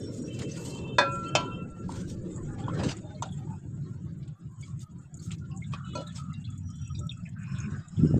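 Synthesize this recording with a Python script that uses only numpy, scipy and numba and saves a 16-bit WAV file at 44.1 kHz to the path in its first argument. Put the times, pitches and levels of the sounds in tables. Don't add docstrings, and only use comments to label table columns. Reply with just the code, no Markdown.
import sys
import numpy as np
from scipy import signal
from scipy.fft import rfft, irfft
from scipy.io import wavfile
from scipy.ndimage import uniform_filter1d
from numba import njit

SR = 44100
rng = np.random.default_rng(int(sys.argv[2]) if len(sys.argv) > 2 else 0)


def generate_wav(sig):
    pcm = np.round(np.clip(np.atleast_2d(sig).T, -1, 1) * 32767).astype(np.int16)
    wavfile.write(sys.argv[1], SR, pcm)


def volts(x):
    e = np.asarray(x, float) / 20
    return 10 ** e


N = 361205

# time in seconds, strength in dB, how squarely the port faces it in dB.
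WIND = [(0.0, -38.5, -3), (2.6, -36, -8), (2.74, -35, -3.5), (2.87, -29.5, -2), (2.92, -43, -7),
        (3.35, -36.5, -14.5), (4.29, -37.5, -16.5), (4.77, -40.5, -20), (5.0, -41.5, -14), (5.57, -37, -17),
        (5.84, -37.5, -40.5), (6.73, -40, -53), (7.0, -34, -20.5), (7.21, -40.5, -44.5), (7.75, -31.5, -13),
        (7.96, -36, -24), (8.0, -18.5, -17), (8.19, -26.5, -7)]
# time in seconds, depth in dB, half length in seconds.
LULLS = [(1.735, -12.5, 0.043), (3.61, -11.5, 0.02), (4.37, -21, 0.039), (4.55, -12.5, 0.034),
         (4.865, -18.5, 0.025), (5.08, -14, 0.043), (7.86, -18, 0.066), (8.11, -7, 0.025)]
# time in seconds, gain of the upper edge in dB, half length in seconds.
SWINGS = [
    (5.74, 22, 0.013),
    (5.97, 35, 0.12),
    (7.0, 8.5, 0.047),
]
# time in seconds, level in dB.
HAND_SWAY = [(0.0, -64), (2.39, -46.5), (3.85, -73.5), (7.78, -63), (8.19, -64)]
# time in seconds, peak in dB, pitch in Hz.
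THUMPS = [(2.838, -23, 232), (2.868, -18.5, 149), (7.994, -17, 173), (8.003, -24, 235), (8.019, -26, 131),
          (8.036, -6.5, 191.4), (8.049, -12.5, 266), (8.057, -17, 268), (8.11, -19, 278.5),
          (8.1425, -21, 466), (8.167, -43, 583), (8.155, -20, 158), (8.165, -17.5, 194)]
# frequency in Hz, dB per Hz.
RUMBLE = [(35, -54.5), (60, -18.5), (88, -7), (129, -2), (172, -5), (190, -2.5), (230, -31.5), (300, -59)]
FLUTTER = [(215, -4.5), (280, 0), (370, -3.5), (450, -34)]
BUFFET = [(340, -14), (420, 3.5), (560, -2.5), (760, -35)]
HAND_PUSH = [(30, -46), (44, 0), (70, -14)]
PORT_HZ = 70
MIC_TOP_HZ = 8900

# time in seconds, peak in dB, crack in dB, crack t60 in seconds, attack in seconds.
CLINKS = [
    (0.983, -12, -17.5, 0.24, 0.0028),
    (1.3513, -15.5, -15, 0.21, 0.0014),
    (5.951, -26.5, -25.5, 0.021, 0.0065),
]
# frequency in Hz, level in dB, t60 in seconds.
CAN_FIRST = [(554, -10, .42), (988, -17, .42), (1356, -16.5, 1.65), (1563, -11, .24), (1677, -10, .17),
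             (591, -10, .2), (1930, -12, .11), (2494, -18, .43), (3573, -10.5, .15), (1631, -17, .14),
             (4182, -20, .17), (4366, -20, .17), (1001, -22, .6), (5771, -22, .1)]
CAN_SECOND = [(600, -5, .085), (684, -14, .2), (992, -14.5, .4), (1346.4, -15, .7), (1567, -25, .22),
              (2353, -23, .23), (2560, -7, .1), (3074, -12, .16), (4183, -21, .13), (5060, -17, .09),
              (5766, -24, .12), (6519, -26, .2), (7036, -13, .07), (7811, -20, .07)]
PLUG = [(590, -7, 0.26), (980, -7, 0.16), (1355, -10, 0.17), (2500, -11, 0.099), (4190, -17, 0.2),
        (4460, -14, 0.077), (5900, -20, 0.12), (6520, -12, 0.095), (7740, -20, 0.1)]
FRAME_FIRST = [(511, -25.5, 0.18), (670, -21, .16), (1250, -17, 0.13), (1404, -20.5, 0.08),
               (1710, -17.5, .2), (2300, -20.5, 0.17), (2540, -15, .09)]
FRAME_SECOND = [(874, -15, 0.084), (1210, -21.5, .08), (1680, -19.5, .1), (2659, -10, 0.11),
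                (3180, -17.5, .08), (3740, -18, 0.089), (4330, -23, 0.2)]
LONG_RING = 2
# frequency in Hz, dB per Hz.
CRACK = [(300, -8.5), (760, -11), (980, -10), (2400, -22.5), (3610, -13.5), (4950, -16.5), (7900, -24),
         (14300, -79.5)]
# time in seconds, peak in dB, pitch in Hz, t60 in seconds, relative treble in dB.
KNOCKS = [(0.9845, -11, 973, 0.077, -26), (1.013, -20, 1650, 0.082, -29), (1.354, -22.5, 990, 0.19, -32),
          (2.696, -29, 1070, 0.035, -33), (1.892, -25, 896, 0.027, -41), (2.681, -22, 980, 0.026, -27),
          (2.8333, -22, 980, 0.014, -10.5), (3.2229, -14, 950, 0.022, -16), (3.226, -37, 1390, 0.083, -30),
          (3.255, -40.5, 770, 0.14, -10), (5.735, -30, 1140, 0.048, -7.5), (5.972, -28.5, 620, 0.06, -10.5),
          (5.985, -28, 560, 0.039, -33), (6.005, -29, 550, 0.033, -19), (6.016, -34, 610, 0.039, -22),
          (7.0, -51.5, 590, 0.25, -25)]

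# time in seconds, peak in dB, pitch in Hz.
TICKS = [(0.515, -34, 6170), (7.107, -37, 3330), (2.599, -50, 3180), (2.639, -44.5, 3330),
         (3.15, -49, 4200), (3.2883, -49, 3490), (3.3216, -46, 3320), (2.683, -41, 3190),
         (3.225, -31, 6260), (4.626, -48, 2250), (4.627, -49, 3330), (4.627, -52, 4710), (5.192, -49, 4460),
         (5.511, -58, 4950), (5.736, -34, 3240), (6.16, -45, 3800), (6.33, -58.5, 4810), (6.451, -47, 4080),
         (6.471, -52, 2710), (6.949, -43, 3820), (6.9506, -44, 4770), (6.945, -52.5, 2470),
         (7.237, -62, 5170), (7.257, -48, 2090), (5.514, -51.5, 2770), (5.6203, -41, 2156),
         (5.641, -45.5, 3600), (5.735, -29, 2500), (6.005, -46, 4130), (6.065, -41, 3800),
         (6.158, -37, 5300), (6.321, -53, 2040), (6.3386, -44.5, 3780), (6.443, -42, 3420),
         (6.701, -54, 5380), (6.98, -46, 3700), (7.0937, -26, 3560), (7.115, -39, 2620), (7.254, -40, 2470),
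         (7.268, -52, 1770), (7.379, -57, 1560), (7.603, -36, 6520), (7.966, -47.5, 3330),
         (8.072, -46, 5250)]
# time in seconds, peak in dB, pitch in Hz.
SCUFFS = [(0.393, -38, 3300), (0.39, -39, 6540), (0.557, -45, 3040), (2.834, -43, 4460), (2.889, -32, 2700),
          (4.2276, -58, 3900), (4.275, -58, 3340), (5.308, -40, 2560), (5.317, -39, 3280),
          (5.382, -57, 5940), (6.006, -56, 4930)]
# time in seconds, peak
# in dB.
SNAPS = [(2.362, -35), (2.9685, -38), (3.2225, -26.5), (4.278, -39.5), (4.612, -38), (4.7932, -40),
         (5.01, -56), (5.2387, -43), (5.317, -30.5), (5.574, -32.5), (5.85, -44), (6.125, -50),
         (7.586, -39), (6.16, -40), (6.265, -55), (6.445, -52), (5.1422, -32.5), (5.171, -35),
         (5.197, -35.5), (5.564, -40), (6.01, -41.5), (6.074, -38.5), (6.123, -43), (6.331, -34.5),
         (6.5025, -36), (6.5775, -38.5), (6.7017, -41.5), (6.756, -40.5), (6.8164, -47.5), (6.8761, -43),
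         (6.991, -34), (7.069, -36), (7.121, -44), (7.173, -41), (7.291, -40), (7.433, -43.5),
         (7.883, -38.5)]
TICK_WIDTH, SCUFF_WIDTH = 0.12, 0.88
TICK_T60_S, TICK_SHORTER_DB, TICK_LOWER = 0.097, -0.34, 0.32

SING_HZ = [2680, 3090, 3570, 2945, 3405, 3900, 3120, 2750, 10550]
# start in seconds, end in seconds, level in dB.
SQUEALS = [
    [(.26, .76, -58), (.76, .98, -53.5), (1.0, 1.15, -58), (1.22, 1.64, -53), (1.68, 1.86, -72)],
    [(.27, .48, -57.5), (.64, .98, -58.5), (1.24, 1.6, -57.5)],
    [(0.001, .2, -75), (.8, .98, -65), (1.4, 1.6, -73.5), (3.02, 3.16, -68.5)],
    [(5.832, 6.014, -57.5)],
    [(5.86, 6.05, -61), (6.45, 6.58, -68.5), (6.72, 6.92, -69.5)],
    [(5.844, 5.962, -64.5)],
    [(6.68, 6.926, -68.5)],
    [(6.286, 6.43, -64.5)],
    [(3.3, 3.34, -77)],
]
# start and end in
# seconds, pitch in Hz, level in dB, roughness as share of pitch.
GURGLES = [(0.554, 0.934, 942, -57, 0.64), (3.003, 3.203, 618, -57, 0.12), (3.03, 3.15, 820, -59.5, 0.18),
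           (3.376, 3.46, 790, -60.5, 0.18), (3.465, 3.56, 872, -53, 0.28), (4.484, 4.606, 1040, -70, 0.16),
           (4.818, 4.92, 1250, -68, 0.092), (5.258, 5.33, 1317, -60, 0.15), (6.478, 6.57, 1286, -67, 0.17),
           (6.685, 6.717, 1270, -56.5, 0.065), (7.085, 7.137, 1336, -64, 0.22),
           (7.125, 7.22, 2630, -72, 0.071), (1.24, 1.32, 4420, -66, 0.05), (5.49, 5.575, 1077, -62, 0.093),
           (5.506, 5.586, 772, -60.5, 0.043), (5.741, 5.797, 1434, -51.5, 0.73),
           (5.783, 5.894, 1320, -54.5, 0.28), (5.966, 6.12, 1338, -54.5, 0.12),
           (6.177, 6.328, 1282, -51, 0.17), (6.81, 6.898, 2680, -63.5, 0.13),
           (6.895, 6.922, 1270, -53, 0.043), (7.005, 7.08, 1306, -52.5, 0.053),
           (7.161, 7.207, 1300, -56.5, 0.097), (7.371, 7.68, 2464, -60, 0.28),
           (7.35, 7.523, 1550, -59, 0.46), (7.521, 7.66, 1487, -55, 0.43),
           (7.665, 7.853, 1497, -57.5, 0.42), (7.541, 7.602, 3480, -64, 0.38),
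           (7.633, 7.747, 3750, -71, 0.11), (7.799, 7.9, 3750, -74.5, 0.12),
           (7.757, 7.854, 4940, -71, 0.053), (1.898, 2.05, 1453, -59.5, 0.26),
           (1.899, 1.98, 954, -53, 0.41), (1.934, 2.015, 3290, -61, 0.14), (5.854, 5.933, 2580, -63, 0.04),
           (6.066, 6.121, 1740, -59, 0.064), (7.977, 8.196, 1350, -61, 0.12), (8.1, 8.192, 1750, -63, 0.14),
           (8.041, 8.194, 2850, -67.5, 0.062), (7.459, 7.727, 1073, -59.5, 0.12),
           (7.454, 7.67, 5300, -64.5, 0.06), (7.899, 8.188, 5240, -69, 0.088)]
# start and end in seconds, start and end pitch in Hz, level in dB.
CHIRPS = [
    (0.0, 0.117, 5520, 5460, -55.5),
    (0.186, 0.308, 5620, 5670, -59),
    (6.618, 6.947, 5860, 5690, -63.5),
    (6.892, 7.148, 5730, 5620, -66),
]
# start and end in seconds, start and end pitch in Hz, level in dB.
WHINES = [(0.001, 0.055, 8500, 8200, -64), (0.001, 0.018, 11000, 11000, -86),
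          (0.3, 0.43, 11750, 11700, -85), (0.001, 0.06, 3500, 3500, -62), (7.088, 7.178, 3300, 3300, -75)]
# start and end in seconds, start and end pitch in Hz, level in dB.
SCRAPES = [(5.755, 5.8, 1600, 1390, -57), (5.915, 5.96, 1940, 2320, -64), (5.93, 5.95, 1280, 1200, -47),
           (6.065, 6.11, 4100, 3240, -56), (0.58, 0.718, 12400, 11000, -69),
           (5.847, 5.945, 3800, 3600, -64.5)]
# start and end in seconds, start and end pitch in Hz, level in dB.
HUMS = [
    (1.5, 2.4, 180, 182, -44.5),
    (6.25, 6.948, 100, 78, -43),
    (7.5, 7.8, 200, 216, -44.5),
]
SQUEAL_ROUGH, CHIRP_ROUGH, WHINE_ROUGH, SCRAPE_ROUGH = 0.029, 0.021, 0.024, 0.16
CHIRP_OCTAVE_DB = -34

# start and end in seconds, level in dB, tilt in dB per octave.
BRUSH = [(0.104, 0.205, -57, 5.5), (0.24, 0.29, -58.5, -1), (0.324, 0.374, -56, 0), (0.375, 0.444, -46, -5),
         (0.465, 0.565, -52.5, -2), (0.53, 0.768, -49, 3.5), (0.756, 0.858, -64, -3),
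         (1.869, 2.024, -52.5, -0.5), (2.066, 2.142, -53.5, 3), (2.57, 2.614, -53.5, -8.5),
         (2.727, 2.794, -57.5, -3), (2.765, 2.83, -38.5, -12.5), (2.823, 2.883, -41, -5.5),
         (2.876, 2.934, -40.5, -5.5), (2.932, 2.995, -58, -7), (4.58, 4.712, -66.5, 0),
         (4.793, 4.837, -54.5, 7), (5.2, 5.292, -55, 6.5), (5.304, 5.345, -50, -2), (6.06, 6.093, -66, -6),
         (5.713, 5.754, -54.5, -5), (6.134, 6.213, -51, -0.5), (2.03, 2.077, -66, 3)]
# time in seconds, peak in dB.
CRACKLES = [(0.107, -52), (2.7364, -41), (2.7522, -46), (2.7797, -27), (2.788, -32), (2.806, -32),
            (2.834, -25), (2.861, -36), (2.888, -36), (2.901, -34), (2.931, -40), (5.827, -52),
            (6.001, -54), (6.067, -51)]
# frequency in Hz, dB per Hz.
CLOTH = [(500, -11), (1300, -9.5), (3200, -3), (5900, -3), (6900, 0), (8500, -4), (9420, -23.5),
         (15400, -31)]
CRACKLE_T60_S = 0.017

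# time in seconds, nearness of the bucket in dB, breeze in the grass in dB.
YARD = [(0.0, -63.5, -62.5), (0.52, -66.5, -60), (0.98, -70, -62.5), (1.3, -54, -61), (1.62, -59, -70.5),
        (2.23, -65.5, -65.5), (2.62, -53, -66), (2.78, -43.5, -65), (3.03, -63.5, -65.5),
        (4.42, -67.5, -73.5), (5.57, -71, -72.5), (6.04, -63, -65.5), (6.52, -71, -70.5), (7.41, -70, -70),
        (7.53, -62, -66), (8.19, -58.5, -61.5)]
# time in seconds, change in dB, half length in seconds.
SWELLS = [(0.15, 4.5, 0.034), (0.92, -7, 0.06), (1.24, 6, 0.05), (1.7, -1, 0.14), (2.36, 7, 0.08),
          (2.6, 15.5, 0.019), (2.66, -1, 0.02), (3.3, 2, 0.061), (4.37, -5.5, 0.057), (4.66, 12.5, 0.089),
          (4.9, -1.5, 0.016), (5.1, -3.5, 0.03), (5.45, 1, 0.055), (5.68, 6, 0.024), (5.8, -3.5, 0.032),
          (6.35, -13, 0.028), (6.65, -13, 0.021), (7.35, -21, 0.035)]
# frequency in Hz, dB per Hz.
TRICKLE = [(350, -34.5), (600, -6.5), (873, -10), (1170, -10), (1310, -4.5), (1490, -6), (2200, -26.5),
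           (3200, -56.5)]
RUSTLE = [(1060, -17), (1800, -11.5), (3100, -10.5), (3600, -11.5), (5000, -16), (6300, -16.5),
          (8190, -33.5), (11000, -82)]
HISS = [(3530, -45), (6000, -16), (6300, -24.5), (6540, 2.5), (7940, 2), (9120, -22), (9400, -45),
        (12200, -70.5)]
AIR = [(5290, -39.5), (9000, -21.5), (9550, -7.5), (11100, -8), (15500, -13)]
RUSTLE_NEAR_SHARE, RUSTLE_DB, AIR_DB = 0.16, -3.5, -94


def wind():
    level_db = curve(WIND, 1) + bumps(LULLS)
    edge_db = curve(WIND, 2) + bumps(SWINGS)
    out = volts(level_db) * patchy(RUMBLE, flicker_db=0.0, bins=1, frames=6, throb_db=2.0)
    out = signal.sosfilt(signal.butter(4, PORT_HZ, "high", fs=SR, output="sos"), out)
    out += volts(level_db + edge_db) * patchy(FLUTTER, flicker_db=3.5, bins=1, frames=6, throb_db=-0.5)
    buffet_db = level_db + 2.14 * edge_db - 0.5
    out += volts(buffet_db) * patchy(BUFFET, flicker_db=3.0, bins=1, frames=6, throb_db=1.0)
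    out += volts(curve(HAND_SWAY, 1)) * patchy(HAND_PUSH, flicker_db=-3.5, bins=1, frames=6, throb_db=1.5)
    out += volts(level_db - 0.46 * edge_db - 35.0) * band_noise(N, 232.0, 83.0)
    t = np.arange(SR // 10) / SR
    for s, db, hz in THUMPS:
        swell = np.exp(-(t * hz / 0.57 - 1.4) ** 2)
        add(out, s - .5 / hz, volts(db) * np.sin(2 * np.pi * hz * t) * swell)
    return out


def clinks(crack):
    out, t, grip = np.zeros(N), np.arange(SR) / SR, walk(30)
    first_turn = 0
    struck = (CAN_FIRST + FRAME_FIRST, CAN_SECOND + FRAME_SECOND, PLUG)
    for strike, ((s, db, crack_db, t60, attack), modes) in enumerate(zip(CLINKS, struck)):
        places = rng.random(30)
        turns = places.copy()
        if strike == 0:
            first_turn = turns[LONG_RING]
        if strike == 1:
            gap = (int(s * SR) - int(CLINKS[0][0] * SR)) / SR
            turns[LONG_RING + 1] = first_turn + CAN_FIRST[LONG_RING][0] * gap + .5
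        body = np.zeros(SR)
        for (hz, mode_db, mode_t60), place, turn in zip(modes, places, turns):
            waver_db = (1.5 + 5 * t) * grip[int(place * N / 2):][:SR]
            sway = .04 * grip[int(place * N / 3):][:SR]
            body += volts(mode_db + waver_db) * ring(t, hz, mode_t60, turn + sway)
        add(out, s, np.minimum(t / attack, 1) * volts(db) * body)
        short = t[:SR // 4]
        add(out, s, volts(crack_db) * np.minimum(short / attack / 0.66, 1) * blow(crack, s, short, t60))
    return out


def blow(crack, s, t, t60):
    piece = unit(crack[int(s * SR):][:len(t)] * fade(t, 0.11))
    piece = piece * np.sqrt(np.mean(fade(t, 0.024) ** 2)) / fade(t, 0.11)
    dull = signal.sosfiltfilt(signal.butter(8, MIC_TOP_HZ, fs=SR, output="sos"), piece)
    body = signal.sosfiltfilt(signal.butter(2, 3800, fs=SR, output="sos"), piece)
    instant = (piece - dull) * volts(11.5) * fade(t, 0.028)
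    return body * fade(t, t60) + (dull - body) * fade(t, 0.42 * t60) + instant


def knocks(crack):
    out, t = np.zeros(N), np.arange(SR // 4) / SR
    for s, db, hz, t60, treble_db in KNOCKS:
        tail = band_noise(len(t), hz, .45 * hz) * fade(t, 2.1 * t60)
        splash = volts(treble_db) * blow(crack, s, t, 0.15)
        hit = ring(t, hz, t60, 0) + volts(-13.0) * tail + splash
        add(out, s, volts(db) * np.minimum(t / 0.0024, 1) * hit)
    return out


def ticks(hiss, air):
    out, t = np.zeros(N), np.arange(SR // 4) / SR
    rise = (1 - np.exp(-t / 0.00059)) ** 2
    contacts = [(*r, TICK_WIDTH) for r in TICKS] + [(*r, SCUFF_WIDTH) for r in SCUFFS]
    for s, db, hz, share in contacts:
        t60 = TICK_T60_S * volts(TICK_SHORTER_DB * (db + 45.5)) * (3500 / hz) ** TICK_LOWER
        burst = band_noise(len(t), hz, hz * share)
        tone = .5 * np.sin(2 * np.pi * hz * t)
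        add(out, s - .001, volts(db - 5.5) * rise * fade(t, t60) * (burst + tone))
    for s, db in SNAPS:
        i = int(s * SR)
        snap = unit(hiss[i:i + len(t)]) * fade(t, 0.052)
        snap += volts(-23.5) * air[i:i + len(t)] * fade(t, 0.027)
        add(out, s - .001, volts(db - 9.5) * rise * snap)
    return out


def squeals():
    out, chatter, drift = np.zeros(N), walk(45), walk(12)
    spells = [(a, b, hz, hz, db, SQUEAL_ROUGH) for hz, rows in zip(SING_HZ, SQUEALS) for a, b, db in rows]
    spells += [(a, b, hz, hz, db, rough) for a, b, hz, db, rough in GURGLES]
    for a, b, hz0, hz1, db in CHIRPS:
        for k in (1, 2):
            spells.append((a, b, k * hz0, k * hz1, db + (k - 1) * CHIRP_OCTAVE_DB, CHIRP_ROUGH / k))
    spells += [(*r, WHINE_ROUGH) for r in WHINES]
    spells += [(*r, SCRAPE_ROUGH) for r in SCRAPES + HUMS]
    for k, (start, end, hz0, hz1, db, rough) in enumerate(spells):
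        t, gate = window(start, end, 0.012 + 0.055 * (end - start))
        own = slice(SR // 16 * k, SR // 16 * k + len(t))
        span = max(int(SR / (rough * hz0)), 1)
        smear = uniform_filter1d(uniform_filter1d(rng.standard_normal((2, SR)), span), span)[:, :len(t)]
        pitch = np.interp(t, t[[0, -1]], [hz0, hz1]) * (1 + 0.004 * drift[own])
        phase = 2 * np.pi * np.cumsum(pitch) / SR
        line = (0.86 + unit(smear[0])) * np.sin(phase) + unit(smear[1]) * np.cos(phase)
        add(out, start, gate * volts(db + 2.2 * chatter[own]) * unit(line))
    return out


def brushes():
    cloth = patchy(CLOTH, flicker_db=3.5, bins=8, frames=6, throb_db=-1.5)
    cloth = cloth * volts(0.54 * walk(9.2) + 1.36 * walk(200))
    out = np.zeros(N)
    for start, end, db, tilt_db in BRUSH:
        t, gate = window(start, end, 0.01 + 0.22 * (end - start))
        f = np.arange(len(t) // 2 + 1) * SR / len(t) + 300
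        spectrum = rfft(cloth[int(start * SR):][:len(t)])
        piece = irfft(spectrum * volts(tilt_db * np.log2(f / 3000)), len(t))
        add(out, start, volts(db) * gate * unit(piece))
    t = np.arange(SR // 20) / SR
    for s, db in CRACKLES:
        grain = np.minimum(t / 0.0019, 1) * fade(t, CRACKLE_T60_S) * unit(cloth[int(s * SR):][:len(t)])
        add(out, s - .001, volts(db - 14.0) * grain)
    return out


def yard(hiss, air):
    near_db, breeze_db = curve(YARD, column=1), curve(YARD, column=2)
    out = volts(near_db) * patchy(TRICKLE, flicker_db=7.5, bins=2, frames=8, throb_db=1.5)
    rustle_db = breeze_db + RUSTLE_NEAR_SHARE * (near_db - breeze_db) + RUSTLE_DB
    out += volts(rustle_db) * patchy(RUSTLE, flicker_db=7.0, bins=3, frames=7, throb_db=3.0)
    out += volts(breeze_db + bumps(SWELLS)) * hiss
    return out * volts(0.24 * bumps(LULLS)) + volts(AIR_DB) * air


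def patchy(spectrum, flicker_db, bins, frames, throb_db):
    hz, db = np.transpose(spectrum)
    f, t, z = signal.stft(rng.standard_normal(N), SR, nperseg=1024, noverlap=768)
    field = rng.standard_normal(z.shape)
    for size, axis in ((bins, 0), (frames, 1), (frames, 1)):
        field = uniform_filter1d(field, size, axis=axis)
    colour_db = np.interp(np.log(f + 1), np.log(hz), db, -200, -200)[:, None]
    z = z * volts(colour_db + flicker_db * unit(field))
    noise = signal.istft(z, SR, nperseg=1024, noverlap=768)[1][:N]
    return unit(noise * volts(throb_db * walk(60)))


@njit
def svf(x, hz, width):
    y, b, l = np.empty(len(x)), 0., 0.
    g, k = np.tan(np.pi * hz / SR), width / hz
    for i in range(len(x)):
        v = (b + g * (x[i] - l)) / (1 + g * (g + k))
        b, l, y[i] = 2 * v - b, l + 2 * g * v, k * v
    return y


def band_noise(length, hz, width):
    x = rng.standard_normal(length)
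    for _ in range(3):
        x = svf(x, float(hz), float(width))
    return unit(x)


def walk(rate):
    k = int(SR / rate)
    steps = np.repeat(rng.standard_normal(N // 200)[:N // k + 1], k)
    return 1.58 * uniform_filter1d(uniform_filter1d(steps, k), k)[:N]


def ring(t, hz, t60, turn):
    return np.sin(2 * np.pi * (hz * t + turn)) * fade(t, t60)


def fade(t, t60):
    return np.exp(-np.log(1000) * t / max(t60, .004))


def window(start, end, edge):
    t = np.arange(min(int((end + edge - start) * SR), N - int(start * SR))) / SR
    return t, np.sin(np.pi / 2 * np.clip(np.minimum(t, (t[-1] - t) / 2) / edge, 0, 1)) ** 2


def bumps(rows):
    return sum(db * np.exp(-((np.arange(N) / SR - s) / half) ** 2) for s, db, half in rows)


def curve(table, column):
    rows = np.array(table, float)
    return np.interp(np.arange(N) / SR, rows[:, 0], rows[:, column])


def unit(x):
    return x / np.sqrt(np.mean(x ** 2))


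def add(out, s, x):
    i = int(s * SR)
    out[i:i + len(x)] += x[:N - i]


def scene():
    crack = patchy(CRACK, flicker_db=4.5, bins=4, frames=20, throb_db=0.6)
    hiss = patchy(HISS, flicker_db=4.5, bins=4, frames=3, throb_db=3.0)
    air = patchy(AIR, flicker_db=2.0, bins=8, frames=3, throb_db=5.0)
    mix = wind() + yard(hiss, air) + brushes()
    mix += clinks(crack) + knocks(crack) + ticks(hiss, air) + squeals()
    return mix[None] * np.minimum(np.arange(N, 0, -1) / 256, 1)


def top_cut(x):
    return signal.sosfilt(signal.butter(12, 15690, fs=SR, output="sos"), x)


def record(dry):
    return top_cut(dry)


dry = scene()
out = record(dry)
generate_wav(out)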